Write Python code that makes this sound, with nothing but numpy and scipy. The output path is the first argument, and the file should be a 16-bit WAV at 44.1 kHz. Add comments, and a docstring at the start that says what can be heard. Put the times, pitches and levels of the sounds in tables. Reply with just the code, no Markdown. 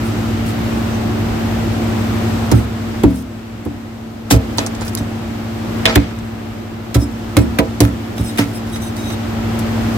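"""Inside a freezer cabinet, a metal spoon chips and rasps thick frost off the wall, close to a two-port microphone.
Compressor and fan are steady tones and motor whines over shaped noise, on a background level that steps and drifts.
Knocks are short noise pushes ringing cabinet modes; ice cracks and crumbling drags are bursts of noise grains
that also ring the ice sheet; the spoon sings where rubbing grit drives its narrow modes."""
import sys
import numpy as np
from scipy import signal
from scipy.fft import rfft, irfft
from scipy.io import wavfile
from scipy.ndimage import uniform_filter1d

SR = 44100
rng = np.random.default_rng(int(sys.argv[2]) if len(sys.argv) > 2 else 0)


def to_wav(s):
    """Save 16-bit WAV."""
    ch = np.atleast_2d(s).T  # columns
    pcm = np.round(np.clip(ch, -1, 1) * 32767)  # PCM
    wavfile.write(sys.argv[1], SR, pcm.astype(np.int16))


N = 439677


def undb(db):
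    """Amplitude factor for a level in dB."""
    return 10 ** (np.asarray(db) / 20)


def unit(x):
    """Bring to rms 1, all channels taken together."""
    return x / np.sqrt(np.mean(x ** 2))


def on_log(table, hz):
    """Read a (Hz, value) table on a log-frequency axis."""
    f, v = np.transpose(table)
    return np.interp(np.log(hz + 1), np.log(f), v)


def band(x, lo_hz, hi_hz):
    """Band-pass, brought to rms 1."""
    sos = signal.butter(2, [lo_hz, hi_hz], "band", fs=SR, output="sos")
    return unit(signal.sosfilt(sos, x))


def ring(x, hz, t60):
    """One damped mode as a complex one-pole resonator, losing 60 dB in t60 seconds."""
    pole = np.exp(2j * np.pi * hz / SR - np.log(1000) / (t60 * SR))
    return signal.lfilter([1], [1, -pole], x).imag


def width_t60(width_hz):
    """Ring time in seconds of a mode with this bandwidth: narrow modes ring long."""
    return np.log(1000) / (np.pi * width_hz)


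def walk(rate):
    """Random levels held 1 / rate s and smoothed twice into a slow drift."""
    k = int(SR / rate)
    steps = np.repeat(rng.standard_normal(N // k + 1), k)
    return uniform_filter1d(uniform_filter1d(steps, k), k)[:N]


def add(out, start_s, sound):
    """Mix a short sound in at its time."""
    i = int(start_s * SR)
    out[:, i:i + sound.shape[1]] += sound[:, :N - i]


def air_rush():
    """Fan and cabinet air: shaped stereo noise, alike at both ports in the bass, each octave flickering alone."""
    # spectrum of the rushing air, relative: (frequency [Hz], density [dB per Hz])
    air_spectrum = [(30, -12.5), (62, -2), (112, -5), (132, -10.5), (160, -7), (300, -7), (350, -8),
                    (400, -12), (850, -16.5), (3000, -26.5), (7700, -37.5), (9760, -43.5), (14500, -39.5),
                    (16100, -52)]
    # likeness of the two ports: (frequency [Hz], left-right correlation [0-1])
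    port_likeness = [(60, 0.98), (130, 0.86), (290, 0.63), (640, 0.04), (1410, 0.12), (3100, 0), (6820, 0),
                     (15000, 0.12)]
    # stereo balance: (frequency [Hz], left minus right [dB])
    port_balance = [(60, -3), (110, 1.5), (200, -2), (380, 1), (700, 2), (1290, 0.5), (2380, 1.5),
                    (4400, -1), (8120, 3), (15000, 0.5)]
    hz = np.fft.rfftfreq(N, 1 / SR)
    like = np.clip(on_log(port_likeness, hz), 0, .999)
    pan_db = on_log(port_balance, hz) / 2
    mid, side = rfft(rng.standard_normal((2, N))) * undb(on_log(air_spectrum, hz))
    common, apart = np.sqrt(1 + like) * mid, np.sqrt(1 - like) * side
    pair = np.array([undb(pan_db) * (common + apart), undb(-pan_db) * (common - apart)])
    rush = 0
    for centre_hz in 32 * 2. ** np.arange(10):
        octave = np.clip(1 - np.abs(np.log2((hz + 1) / centre_hz)), 0, 1)
        rush = rush + irfft(pair * octave, N) * undb(0.71 * walk(6))
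    return unit(rush)


def motor_tones():
    """Compressor and fan tones: sines whose pitch and level waver slightly."""
    # pitches of the compressor and fan tones [Hz]
    tone_pitches = [58.5, 100.5, 113, 202, 226.2, 292.5, 339.3, 346, 360, 600, 720, 777, 834]
    # one row per pitch: (level re background [dB], left minus right [dB])
    tone_levels = [(-10, 1), (1.5, 1.2), (1, -1), (-18, -16), (6, 1.1), (-6.5, -5.5), (-9.5, -6.5),
                   (-9, -2), (-15, 3), (-15.5, 1), (-14.5, 5.5), (-18.5, -1), (-20, 0)]
    t, out = np.arange(N) / SR, np.zeros((2, N))
    for f, (db, pan_db) in zip(tone_pitches, tone_levels):
        wobble = np.cumsum(.0004 * f * walk(2)) / SR  # in cycles
        sine = np.sqrt(2) * np.sin(2 * np.pi * (f * t + wobble + rng.random()))
        out += sine * undb(db + 0.59 * walk(8.2)) * undb([[pan_db / 2], [-pan_db / 2]])
    return out


def motor_whines():
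    """Faint whines of the motor: narrow noise bands with fluttering levels."""
    # (centre [Hz], width [Hz], level re background [dB])
    whine_bands = [(1310, 130, -16), (5100, 50, -30), (7780, 40, -29), (13600, 60, -33)]
    out = np.zeros((2, N))
    for f, width, db in whine_bands:
        noise = rng.standard_normal((2, N))
        out += band(noise, f - width / 2, f + width / 2) * undb(db + 4 * walk(2.5))
    return out


def appliance():
    """Rush, tones and whines of the freezer share one background level that steps and drifts."""
    # background level over time: (time [s], level [dB])
    background_level = [(0.0, -28.5), (2.36, -26.5), (2.52, -27.5), (2.66, -32.5), (3.0, -31), (3.22, -39),
                        (4.25, -39), (4.4, -32.5), (5.52, -33), (5.89, -29), (6.05, -35), (6.78, -37),
                        (7.44, -33), (8.11, -34), (8.75, -33), (9.1, -31), (9.97, -26.5)]
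    air_db = 6.5  # re background
    level_db = np.interp(np.arange(N) / SR, *np.transpose(background_level))
    return (undb(air_db) * air_rush() + motor_tones() + motor_whines()) * undb(level_db)


def knocks():
    """The spoon judders into the ice for a few ms; that push rings the cabinet, deep modes swelling last."""
    # modes of the cabinet walls and air: (frequency [Hz], level within its group [dB], t60 [s])
    cabinet_modes = [(69.1, -3, 0.4), (80, -2, 0.099), (111.2, 3, 0.16), (182.3, -2.5, 0.34),
                     (223, -12.5, 0.35), (257, -7, 0.49), (285.2, 4, 0.2), (345, -8.5, 0.21),
                     (452, 4.5, 0.33), (508, 0, 0.39), (538.4, 4.5, 0.21), (648, 4.5, 0.29),
                     (689, -9, 0.15), (812, -7.5, 0.39), (980, 2, 0.19), (1096, -4, 0.073)]
    # knocks on the wall: (time [s], boom 145-400 Hz [dB], deep boom re boom [dB], upper wall modes re boom [dB],
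    #                      boom pitch favoured by the spot [Hz], ring length [share of t60])
    knock_hits = [(2.517, -1.5, 4.5, -23, 268, 1.3), (3.036, 4.5, -3, -20, 262, 1.3),
                  (3.66, -11.5, -2.5, -35, 284, 1.3), (4.312, -1, -2, -8, 278, 0.8),
                  (4.335, -4, 8.5, -9, 291, .9), (4.582, -13, -24, -2, 291, 1.2),
                  (5.006, -13.5, -2, -31, 232, .4), (5.854, -12, -15, 4, 312, 1.3),
                  (5.96, 2.5, 1, -16, 317, 0.74), (6.953, -5, 8, -13, 241, 0.88),
                  (7.021, -13, -17, -15, 304, 1.1), (7.369, 2, 0, -18.5, 310, 1.35),
                  (7.591, -3.5, -5, -3, 305, 0.67), (7.805, 1, 2.5, -15, 265, 1.22),
                  (8.196, -12.5, 6, -16, 160, .8), (8.39, -3, -6, -16.5, 284, 1.15)]
    push_s, deep_spot_hz = 0.006, 97.6  # judder time; deep pitch struck best
    off_spot_db_per_oct = 11  # loss of modes away from the favoured pitch
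    out, t = np.zeros((2, N)), np.arange(int(.6 * SR)) / SR
    noise = rng.standard_normal((len(knock_hits), 3, len(t)))
    for (s, db, deep_db, upper_db, boom_hz, ring_share), seed in zip(knock_hits, noise):
        groups = np.zeros((3, 2, len(t)))  # deep, boom, upper
        for hz, mode_db, t60 in cabinet_modes:
            g = int(hz > 145) + int(hz > 400)
            late = np.maximum(t - 0.59 / hz, 0)  # a mode needs part of a cycle to answer
            push = late * np.exp(-late / push_s)
            apart = min(hz / 900, 1)  # higher modes reach the two ports differently
            judder = push * (seed[0] * np.sqrt(1 - apart ** 2) + apart * seed[1:])
            rung = unit(ring(judder, hz, t60 * ring_share)) * np.sqrt(t60)
            octaves_off = min(abs(np.log2(hz / (deep_spot_hz, boom_hz, hz)[g])), .8)  # none for upper modes
            groups[g] += undb(mode_db - off_spot_db_per_oct * octaves_off) * rung
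        start = groups[:, :, :int(.12 * SR)]
        peaks = 4.5 * np.sqrt(np.mean(start ** 2, axis=(1, 2), keepdims=True))  # peak estimated from rms
        group_db = [db + deep_db, db, db + upper_db]
        add(out, s - .004, np.sum(groups / peaks * undb(group_db)[:, None, None], axis=0))
    stiff = signal.butter(4, 60, "high", fs=SR, output="sos")  # below its first mode the cabinet hardly moves
    return signal.sosfilt(stiff, out) * undb([[-.8], [.8]])


def grit(scatter_db):
    """Dense ice grains of scattered size; the right port gets a lagged copy mixed with grains of its own."""
    port_lag_s, lag_spread_s = .00033, .0003  # the spoon moves about, so the lag between ports drifts
    share = .6  # of the left port's grains heard at the right
    size = np.repeat(rng.exponential(size=N // 40 + 1), 40)[:N]
    own = rng.standard_normal((2, N)) * undb(scatter_db * size)
    lag = np.round((port_lag_s + lag_spread_s * walk(5)) * SR).astype(int)
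    lagged = own[0][np.clip(np.arange(N) - lag, 0, N - 1)]
    return np.array([own[0], share * lagged + np.sqrt(1 - share ** 2) * own[1]])


def ice(x):
    """The sheet of ice rings with whatever breaks on it."""
    # modes of the ice sheet: (frequency [Hz], width [Hz], level within the sheet [dB])
    sheet_modes = [(940, 110, -10), (1331, 9.3, 2), (2162, 17, -4.5), (2540, 18, -2.5), (3030, 15, -15.5),
                   (3630, 37, -10.5), (4000, 17, -7), (4280, 51, -21)]
    sheet_db = 7.5  # added to every mode
    out = x
    for hz, width, db in sheet_modes:
        width = max(width, 10)
        pass_gain = 2 * np.pi * width / SR  # a mode passes its own pitch at gain 1
        out = out + undb(db + sheet_db) * pass_gain * ring(x, hz, width_t60(width))
    return out


def cracks():
    """Each crack is a sharp burst of grit around its own pitch; the fizz dies sooner than the body."""
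    # ice cracks before the sheet rings: (time [s], edge [dB], body re edge [dB], fizz re edge [dB],
    #                                     edge pitch [Hz], left minus right [dB])
    crack_bursts = [(2.5157, -16, 2.5, -1, 5400, -3.5), (3.0356, -22, -11, -3.5, 2490, -4),
                    (3.651, -43, -7, 6, 2400, -0.5), (4.309, -13, -2, -16, 7550, 8),
                    (4.5843, -10.5, -4.5, -25, 4700, -1), (4.664, -16.5, -7, -22, 6900, -4),
                    (4.75, -29.5, -18, -30, 5300, -1.5), (4.81, -26.5, -6, -16, 6000, -5),
                    (4.817, -34, 4, -24, 6760, -5), (4.8797, -26.5, -6, -13, 4890, -4),
                    (4.9311, -34, -9, -6, 7030, -2), (4.95, -31, -14, 4, 5210, -1),
                    (4.974, -30, 0, -9, 5240, -14), (5.8556, -1, -32, -23, 2700, -2),
                    (5.9576, -8.5, -3.5, -7, 2640, -1), (6.1882, -40, -13, -4, 5660, -3),
                    (6.9446, -20.5, -4, 1, 3550, -7), (7.3685, -12.5, -0.5, 1.5, 3320, -4),
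                    (7.587, -12.5, -2, -3.5, 2450, 0.5), (7.805, -12, -9, 2, 3740, -3),
                    (8.1807, -33, 4, 1, 3870, -3), (8.3752, -26, -15, 1, 2870, -4),
                    (8.383, -17, -9, -6, 2280, 4), (8.7594, -33, 4, -15, 3790, -5),
                    (8.9674, -34, -8, -11, 6140, -9), (9.1031, -32.5, 6, -16, 3820, -7),
                    (9.591, -22, -9, -3, 7550, 6)]
    edge_t60_s, shortening = 0.054, 0.22  # t60 at 3 kHz; higher cracks are shorter by this power of pitch
    grains = grit(2.5)
    out, t = np.zeros((2, N)), np.arange(int(.2 * SR)) / SR
    rise = np.minimum(t / .0008, 1)
    held = undb(-29.5) * rise * undb(-60 * t / 0.17)  # the cabinet holds a little of it
    for s, db, body_db, fizz_db, hz, pan_db in crack_bursts:
        piece = grains[:, int(s * SR):int(s * SR) + len(t)]
        t60 = edge_t60_s * (3000 / hz) ** shortening
        body_fade, edge_fade, fizz_fade = [rise * undb(-60 * t / (k * t60)) + held for k in (1.4, 1.0, .8)]
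        body = undb(body_db) * band(piece, 310, 1630) * body_fade
        edge = -band(piece, hz / 1.56, hz * 1.43) * edge_fade  # the sign keeps neighbours from cancelling
        fizz = undb(fizz_db) * band(piece, 5400, 15000) * fizz_fade
        add(out, s - .001, (body + edge + fizz) * undb(db + np.array([[pan_db], [-pan_db]]) / 2))
    return out


def drags():
    """Frost crumbling in uneven slips under the edge of the spoon; each drag swells or dies evenly in dB."""
    # drags before the sheet rings: (time [s], length [s], crumble 2-5.5 kHz at start [dB], change to end [dB],
    #                                0.6-2 kHz re crumble [dB], above 5.5 kHz re crumble [dB])
    drag_strokes = [(.46, .08, -43, -12, -3, 5), (2.533, .12, -50, -6, -8, 9),
                    (3.09, 0.14, -60.5, 6, -4, 10), (4.302, 0.0077, -29, 16, -11, -3),
                    (4.309, 0.07, -14, -29, -2.5, 1), (4.572, .012, -49, 11, -8, 12),
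                    (4.592, 0.072, -30, -16, 5, -6), (4.82, .03, -34.5, -12, -1, -5),
                    (4.848, 0.051, -44.5, 1, -6, 6), (4.95, .07, -50, -3, -6, -2.5),
                    (5.873, .085, -20, -14, 3.5, -33), (5.954, 0.0093, -27.5, 1, -11, 10),
                    (5.97, 0.25, -33.5, -20.5, 2, -27), (6.949, 0.036, -26.5, -23, 2, 2.5),
                    (6.984, 0.05, -49, -4, -6, 7), (7.385, .06, -33, -25, -1, 1),
                    (7.588, .03, -17, -30, -5, -19), (7.818, 0.079, -34.5, -20, 10, 6.5),
                    (8.163, 0.24, -50, 1, 7, 4), (8.388, 0.074, -22, -22, 3, -3.5),
                    (8.462, .14, -50, -6, -3, 5), (8.665, 0.046, -44, -9, -4, 0),
                    (8.736, .06, -54, -3, -6, 7), (8.816, 0.1, -47, -15, -6, 9),
                    (8.96, .19, -52.5, 4.5, 0, 7)]
    grains = grit(1.8) * undb(0.67 * walk(60))
    body = band(grains, 600, 2000)
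    crumble = -band(grains, 2000, 5500)  # the sign keeps neighbours from cancelling
    fizz = band(grains, 5500, 15500)
    out = np.zeros((2, N))
    for s, length, db, change_db, body_db, fizz_db in drag_strokes:
        t = np.arange(int(length * SR)) / SR
        cut = slice(int(s * SR), int(s * SR) + len(t))
        edges = np.clip(np.minimum(t, t[-1] - t) / 0.0012, 0, 1)
        shape = edges * undb(db + change_db * t / t[-1])
        out[:, cut] += shape * (undb(body_db) * body[:, cut] + crumble[:, cut] + undb(fizz_db) * fizz[:, cut])
    return out


def squeals():
    """Short rubs of grit that ring the spoon's modes, family by family."""
    # modes of the spoon bowl, one list per family: (frequency [Hz], width [Hz], level within its family [dB])
    spoon_families = [
        [(3805, 28, 0)],
        [(5240, 20, 0), (5520, 50, -14)],
        [(6125, 28, 0)],
        [(7760, 35, -5), (8270, 60, -4), (8840, 40, -5)],
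        [(10850, 70, -1), (12000, 70, -9), (12800, 100, -11), (14100, 70, -11), (15200, 60, -11)],
    ]
    # rubs: (time [s], length [s], drive of the 3.8 kHz family [dB], 5.2 kHz family [dB], 6.1 kHz family [dB],
    #        both upper families [dB])
    squeal_rubs = [(0.038, .065, -56, -56, -58, -45), (.475, 0.031, -50, -50, -52, -41),
                   (0.91, 0.056, -56, -56, -41, -58), (2.537, 0.067, -54, -50, -52, -45),
                   (3.085, .045, -60, -57, -62, -54), (3.13, 0.083, -59, -57, -50, -48),
                   (4.309, 0.036, -43, -32, -41, -39), (4.97, 0.028, -37, -37, -48, -40),
                   (6.995, 0.05, -44, -37, -39, -40.5), (7.395, .045, -54, -50, -58, -48),
                   (8.173, .045, -43.5, -45, -48, -42), (8.228, 0.089, -44, -44, -49, -39.5),
                   (8.53, 0.054, -52, -45, -54, -42), (8.712, 0.07, -40, -55, -41, -42),
                   (8.797, 0.1, -43, -55, -44, -43), (8.956, .075, -44, -54, -43, -46),
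                   (9.031, .115, -35.5, -54, -41, -46)]
    chatter_db, chatter_rate = 2.5, 90  # each family catches and slips on its own; rate per second
    grains, out = grit(.8), np.zeros((2, N))
    drive = np.zeros((len(spoon_families), N))
    for s, length, *family_db in squeal_rubs:
        rub = np.hanning(int(length * SR)) ** .25
        all_db = family_db + family_db[-1:]  # the last level serves both upper families
        add(drive, s, undb(all_db)[:, None] * rub)
    for family, rubbing in zip(spoon_families, drive):
        rubbed = grains * rubbing * undb(chatter_db * walk(chatter_rate))
        for hz, width, db in family:
            steady = np.sqrt(4 * np.pi * width / SR)  # rms 1 under steady rubbing by rms 1 noise
            out += undb(db) * steady * ring(rubbed, hz, width_t60(width))
    return out


def scene():
    """Freezer hum, cabinet knocks, breaking ice ringing its sheet, and the singing spoon."""
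    return appliance() + knocks() + ice(cracks() + drags()) + squeals()


def record(dry):
    """The microphone drops the deepest bass, peaks beyond full scale clip, and the top is cut."""
    low_cut_hz, top_hz = 45, 16000
    low_cut = signal.butter(2, low_cut_hz, "high", fs=SR, output="sos")
    top_cut = signal.ellip(8, .2, 60, top_hz, fs=SR, output="sos")
    clipped = np.clip(signal.sosfilt(low_cut, dry), -1, 1)
    return np.clip(signal.sosfilt(top_cut, clipped), -1, 1)


dry = scene()
out = record(dry)
to_wav(out)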